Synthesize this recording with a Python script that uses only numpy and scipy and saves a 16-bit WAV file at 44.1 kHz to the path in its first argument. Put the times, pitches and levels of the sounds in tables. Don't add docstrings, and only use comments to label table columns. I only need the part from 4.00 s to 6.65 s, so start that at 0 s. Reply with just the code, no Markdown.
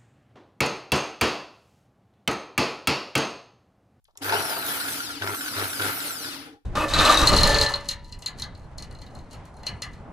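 import sys
import numpy as np
from scipy import signal
from scipy.fft import rfft, irfft
from scipy.io import wavfile
from scipy.ndimage import uniform_filter1d

SR = 44100
rng = np.random.default_rng(int(sys.argv[2]) if len(sys.argv) > 2 else 0)


def invert_db(level):
    return 10 ** (np.asarray(level, dtype=float) / 20)


def bounce(signal):
    frames = np.transpose(np.atleast_2d(signal))
    limited = np.clip(frames, -1, 1)
    pcm = np.round(limited * 32767).astype(np.int16)
    wavfile.write(sys.argv[1], SR, pcm)


N = 116865
T = np.arange(N) / SR
MAINS_HZ = 100
REF_HZ = 2120
SPEED_OFFSET_HZ, TOP_STALL_HZ = 385, 590
WOBBLE_HZ = 23

# t/s, f/Hz
BAR_RATE = [(.27, 3300), (.325, 5250), (.405, 5950), (.5, 5120), (.64, 3910), (.79, 2830), (.98, 1680),
            (1.2, 650), (1.27, 1780), (1.335, 2220), (1.545, 1170), (1.655, 2230), (1.79, 1530),
            (1.895, 3340), (2.09, 2110), (2.22, 1410), (2.38, 690)]


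def speed():
    start_s, stop_s = .212, 2.601
    s, hz = np.transpose([(start_s, 1)] + list(BAR_RATE) + [(stop_s, 1)])
    return uniform_filter1d(np.interp(T, s, hz), size=1100)


# on t/s, off t/s, current level/dB, rise t/s
SQUEEZES = [
    (.172, .215, -28, .01),
    (.213, .405, 0, .075),
    (1.205, 1.33, -1, .012),
    (1.553, 1.655, -1, .012),
    (1.79, 1.9, 1, .012),
]


def current():
    release_s = .025
    total = np.zeros(N)
    for on, off, db, rise in SQUEEZES:
        ramp = np.minimum((T - on) / rise, (off + release_s - T) / release_s)
        total += invert_db(db) * np.clip(ramp, 0, 1)
    return total


# f/Hz, width f/Hz, level/dB
GEARBOX = [(1413, 410, 32.5), (1512, 190, -18), (1750, 260, -0.5), (2508, 84, -1)]
# f/Hz, width f/Hz, level/dB
SHELL = [(140, 320, -14), (280.1, 62, -6)]
# f/Hz, width f/Hz, level/dB
CASE = [(408.4, 61, -0.43), (547, 135, -1)]
# f/Hz, width f/Hz, level/dB
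ROAR = [(675, 132, 1), (903, 140, 1.5), (1032, 180, -3.5)]
# f/Hz, width f/Hz, level/dB
DRAG = [(441, 60, 7), (800, 39, 4.5)]
# level/dB, slope/dB per octave of speed, change/dB at full current, stall f/Hz
GEAR_LAW = (-39, 5, 4, 406)
SHELL_LAW = (-43.5, -1.5, -0.5, 272.5)
GROWL_LAW = (-54.5, 8.5, 9, 85)
ROAR_LAW = (-51.5, 13, 2, 85)
DRAG_LAW = (-58, -3, -5, 95.5)
# f/Hz, level/dB
GRIND = [(150, -38.5), (300, 5.5), (500, 2), (1000, 4), (1500, -4.5), (2200, 2.5), (3800, -21),
         (6000, -43.5)]


def rattle(hz, amps):
    grind = evened(colour(taps(amps, wobble_db=1.5), GRIND))
    out = invert_db(-34.5) * amps * grind
    drive = taps(amps, wobble_db=1.2)
    parts = ((GEARBOX, GEAR_LAW), (SHELL, SHELL_LAW), (CASE, GROWL_LAW), (ROAR, ROAR_LAW), (DRAG, DRAG_LAW))
    for peaks, law in parts:
        out = out + ring(drive, peaks) * level(law, hz, amps)
    return out


def taps(amps, wobble_db):
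    taps_per_s, spread_db = 1500, 3
    strength = invert_db(spread_db * np.minimum(rng.exponential(1, N), 3))
    hits = strength * (rng.random(N) < taps_per_s / SR)
    sides = hits * rng.choice([-1., 1.], (2, N))
    return sides * chop(amps, 0.7) * invert_db(wobble_db * drift(WOBBLE_HZ))


def chop(amps, depth):
    sharpness = 1.2
    phase = T * MAINS_HZ % 1
    bump = (4 * phase * (1 - phase)) ** (2 * sharpness)
    return 1 + depth * np.clip(amps, 0, 1) * ((1 + sharpness) * bump - 1)


# multiple, level/dB
WHINE = [(1, -43), (2, -49), (3, -42), (4, -40.5), (5, -44), (6, -45.5), (7, -47.5), (8, -49.5), (9, -51),
         (10, -52)]
# f/Hz, level/dB
VENT = [(800, -25), (2000, -9), (3200, -2), (5300, 2.5), (6900, -5), (9500, 0), (11500, 2), (15000, 2)]


def whine(hz, amps):
    width_hz, flutter_db, loaded_db = 55, 2, -3.5
    smear_depth, smear_hz = .55, 170
    mesh_ratio, mesh_db = .525, -33.5
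    turns = np.cumsum(hz + width_hz / 3 * drift(130.3)) / SR
    alive = spin(hz, TOP_STALL_HZ)
    lines = [(k, invert_db(db + loaded_db * amps * (k > 1)) * alive) for k, db in WHINE]
    lines.append((mesh_ratio, invert_db(mesh_db) * amps * hz / hz.max()))
    out = np.zeros((2, N))
    for k, gain in lines:
        smear = smear_depth * (min(k / 3, 1) if k >= 1 else 1.1)
        chance = np.array([drift(smear_hz) + 1j * drift(smear_hz) for _ in out]) / np.sqrt(2)
        rough = np.sqrt(1 - smear ** 2) + smear * chance
        tone = rough * np.exp(2j * np.pi * (k * turns + rng.random((2, 1))))
        vent = invert_db(read(VENT, k * hz) + flutter_db * drift(WOBBLE_HZ))
        out += np.sqrt(2) * gain * vent * (k * hz < 17000) * tone.real
    return out


# f/Hz, level/dB per Hz
HISS = [(45, -36), (90, -12.5), (500, -13), (1500, -10.5), (4500, -12.5), (7300, -19.5), (10500, -11.5),
        (15000, -19.5)]
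# level/dB, slope/dB per octave of speed, change/dB at full current, stall f/Hz
HISS_LAW = (-34, 3.5, 0, 289)


def hiss(hz, amps):
    noise = evened(patchy(colour(rng.standard_normal((2, N)), HISS)))
    noise = noise * invert_db(drift(49) + 2.35 * drift(3.3))
    top = signal.sosfiltfilt(signal.butter(2, 6500, "high", fs=SR, output="sos"), noise)
    top_gain = invert_db(-1.5 * amps) * spin(hz, TOP_STALL_HZ) + 0.11 * amps + 0.021
    return chop(amps, 0.06) * level(HISS_LAW, hz, amps) * (noise - top + top * top_gain)


def patchy(x):
    z = signal.stft(x, nperseg=512)[2]
    field = rng.standard_normal(z.shape[1:])
    field = uniform_filter1d(uniform_filter1d(field, size=5, axis=0), size=7, axis=1)
    return signal.istft(z * invert_db(2.5 * evened(field)), nperseg=512)[1][:, :N]


# t/s, level/dB, ring f/Hz
KNOCKS = [(0.219, -26.5, 773), (0.243, -18, 1490), (0.293, -11, 1480), (0.322, -8.5, 891),
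          (0.339, -10.5, 910), (0.36, -23, 1330), (0.563, -30, 1490), (0.625, -17, 1450),
          (0.718, -30, 1490), (0.758, -23, 1420), (0.801, -14, 1470), (0.838, -25, 1350),
          (0.859, -19, 1460), (0.882, -15, 1460), (0.942, -24, 1340), (1.003, -17, 1430),
          (1.093, -28, 1450), (1.102, -24, 1390), (1.22, -14.5, 1540), (1.273, -13.5, 1400),
          (1.343, -17, 1340), (1.408, -16.5, 1490), (1.459, -18, 1530), (1.477, -16.5, 1470),
          (1.536, -21.5, 1390), (1.565, -15.5, 1480), (1.595, -14.5, 1350), (1.624, -18.5, 1450),
          (1.73, -16.5, 1490), (1.796, -14, 1420), (1.817, -14, 1520), (1.837, -27, 1400),
          (1.864, -24.5, 1350), (1.968, -26.5, 1460), (1.989, -30.5, 1490), (2.002, -17, 1440),
          (2.079, -30.5, 1430), (2.106, -17.5, 1380), (2.163, -39, 1460), (2.244, -19.5, 1480),
          (2.361, -31, 953), (2.376, -54, 1460), (2.426, -35, 1330)]


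def knocks():
    t60_s, trim_db, crack_db = 0.085, -7, -5
    size = 2500
    out, t = np.zeros(N), np.arange(size) / SR
    crack_band = signal.butter(2, [1800, 4500], "band", fs=SR)
    for s, db, hz in KNOCKS:
        noise = rng.standard_normal(size)
        second_hz = hz * (1 + .08 * noise[0])
        rings = np.sin(2 * np.pi * hz * t) + .6 * np.sin(2 * np.pi * second_hz * t + noise[1])
        crack = evened(signal.lfilter(*crack_band, noise)) * invert_db(crack_db - 60 * t / t60_s)
        fade = invert_db(db + trim_db - 60 * t / t60_s) * np.minimum(t * 500, 1)
        out[round(s * SR):][:size] += fade * (.7 * rings + crack)
    return out


# multiple of 100 Hz, level/dB
HUM = [(1, -39), (2, -54), (3, -76.5), (4, -41.5)]


def hum(hz, amps):
    buzz = np.zeros(N)
    for k, db in HUM:
        sway = invert_db(db + 0.32 * k * drift(3.7))
        buzz += np.sqrt(2) * sway * np.sin(2 * np.pi * (k * MAINS_HZ * T + rng.random()))
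    return amps * buzz * invert_db(-2.2 * hz / REF_HZ)


# t/s, level/dB, ring f/Hz, t60/s
CLICKS = [(.0423, -39.5, 10500, .015), (.0423, -58, 3600, 0.02), (0.0515, -42.5, 3800, 0.027),
          (0.0527, -57.5, 1700, .05), (.068, -59, 4200, 0.045), (.077, -51, 3700, .03),
          (0.083, -43, 683, 0.074), (.097, -60, 3700, .04), (.104, -50.5, 750, 0.042),
          (.108, -56, 4500, 0.033), (0.136, -51, 250, 0.055), (0.1542, -40.5, 800, 0.067),
          (.1535, -43, 4200, .015), (0.167, -45.5, 4500, .02), (.173, -19, 7100, 0.024),
          (.173, -29, 3300, 0.021), (.181, -47, 750, 0.052), (0.204, -39.5, 760, 0.05)]


def clicks():
    size = 1800
    out, t = np.zeros(N), np.arange(size) / SR
    for s, db, hz, t60_s in CLICKS:
        b, a = signal.iirpeak(hz, 1.4, SR)
        tick = evened(signal.lfilter(b, a, signal.lfilter(b, a, rng.standard_normal(size))))
        fade = invert_db(db - 13 - 60 * t / t60_s) * np.minimum(t / 0.0012, 1)
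        out[round(s * SR):][:size] += tick * fade
    return out


def room(x):
    size, t60_s = SR // 3, .3
    t = T[:size]
    sparse = rng.choice([-1., 1.], (2, size)) * (rng.random((2, size)) < .06) * (t > .002)
    tail = sparse * invert_db(-60 * t / t60_s)
    tail = tail / np.linalg.norm(tail, axis=1)[:, None]
    return invert_db(-11) * signal.fftconvolve(x[None], tail, axes=1)[:, :N]


# f/Hz, level/dB per Hz
FLOOR = [(18, 1), (30, -1.5), (117, -13.5), (455, -47), (747, -26), (1260, -39), (15500, -41)]


def noise_floor():
    return np.array([invert_db(-71.5) * evened(colour(rng.standard_normal(N), FLOOR)) for _ in range(2)])


def evened(x):
    return x / np.sqrt(np.mean(x ** 2) + 1e-20)


def read(points, hz):
    f, value = np.transpose(points)
    return np.interp(np.log(hz + 1), np.log(f + 1), value)


def colour(x, points, scale=1, lag_s=0):
    hz = np.fft.rfftfreq(N, 1 / SR)
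    gain = invert_db(scale * read(points, hz))
    return irfft(rfft(x) * gain * np.exp(-2j * np.pi * hz * lag_s), N)


def ring(x, peaks):
    out = 0
    for hz, width, db in peaks:
        b, a = signal.iirpeak(hz, hz / max(0.95 * width, 10), SR)
        out = out + invert_db(db) * evened(signal.lfilter(b, a, signal.lfilter(b, a, x)))
    return evened(out)


def drift(rate_hz):
    return evened(signal.lfilter(*signal.butter(2, rate_hz, fs=SR), rng.standard_normal(N)))


def spin(hz, stall_hz):
    return hz ** 2 / (hz ** 2 + stall_hz ** 2)


def level(law, hz, amps):
    db, per_octave_db, power_db, stall_hz = law
    alive = spin(hz, stall_hz)
    gain = invert_db(db + per_octave_db * np.log2((hz + SPEED_OFFSET_HZ) / REF_HZ) + power_db * amps)
    return gain * (alive + 0.47 * amps * (1 - alive))


# f/Hz, share
SAME = [(60, 0.67), (500, 1), (1000, 1), (2000, 0.048), (4000, 0.042), (15000, 0.063)]
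# f/Hz, level/dB
BALANCE = [(60, 9.5), (200, 1), (700, 3), (1400, 0), (3000, 8), (5000, 9), (8500, -3), (15000, -5.5)]


def scene():
    hz, amps = speed(), current()
    drill = rattle(hz, amps) + whine(hz, amps) + hiss(hz, amps)
    near, far = drill + knocks() + hum(hz, amps) + clicks()
    same = np.clip(read(SAME, np.fft.rfftfreq(N, 1 / SR)), 0, 1)
    other = irfft(same * rfft(near) + np.sqrt(1 - same ** 2) * rfft(far), N)
    wet = room(near)
    left = colour(near + wet[0], BALANCE, 0.4, lag_s=8 / 44100)
    right = colour(other + wet[1], BALANCE, -0.59)
    return invert_db(-1.5) * np.array([left, right]) + noise_floor()


def top_cut(x):
    return signal.sosfilt(signal.butter(12, 16240, fs=SR, output="sos"), x)


def record(dry):
    edge = signal.firwin(301, 15450, window=("kaiser", 8), fs=SR)
    mix = signal.oaconvolve(dry, edge[None], "same")
    return top_cut(mix)


dry = scene()
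out = record(dry)
bounce(out)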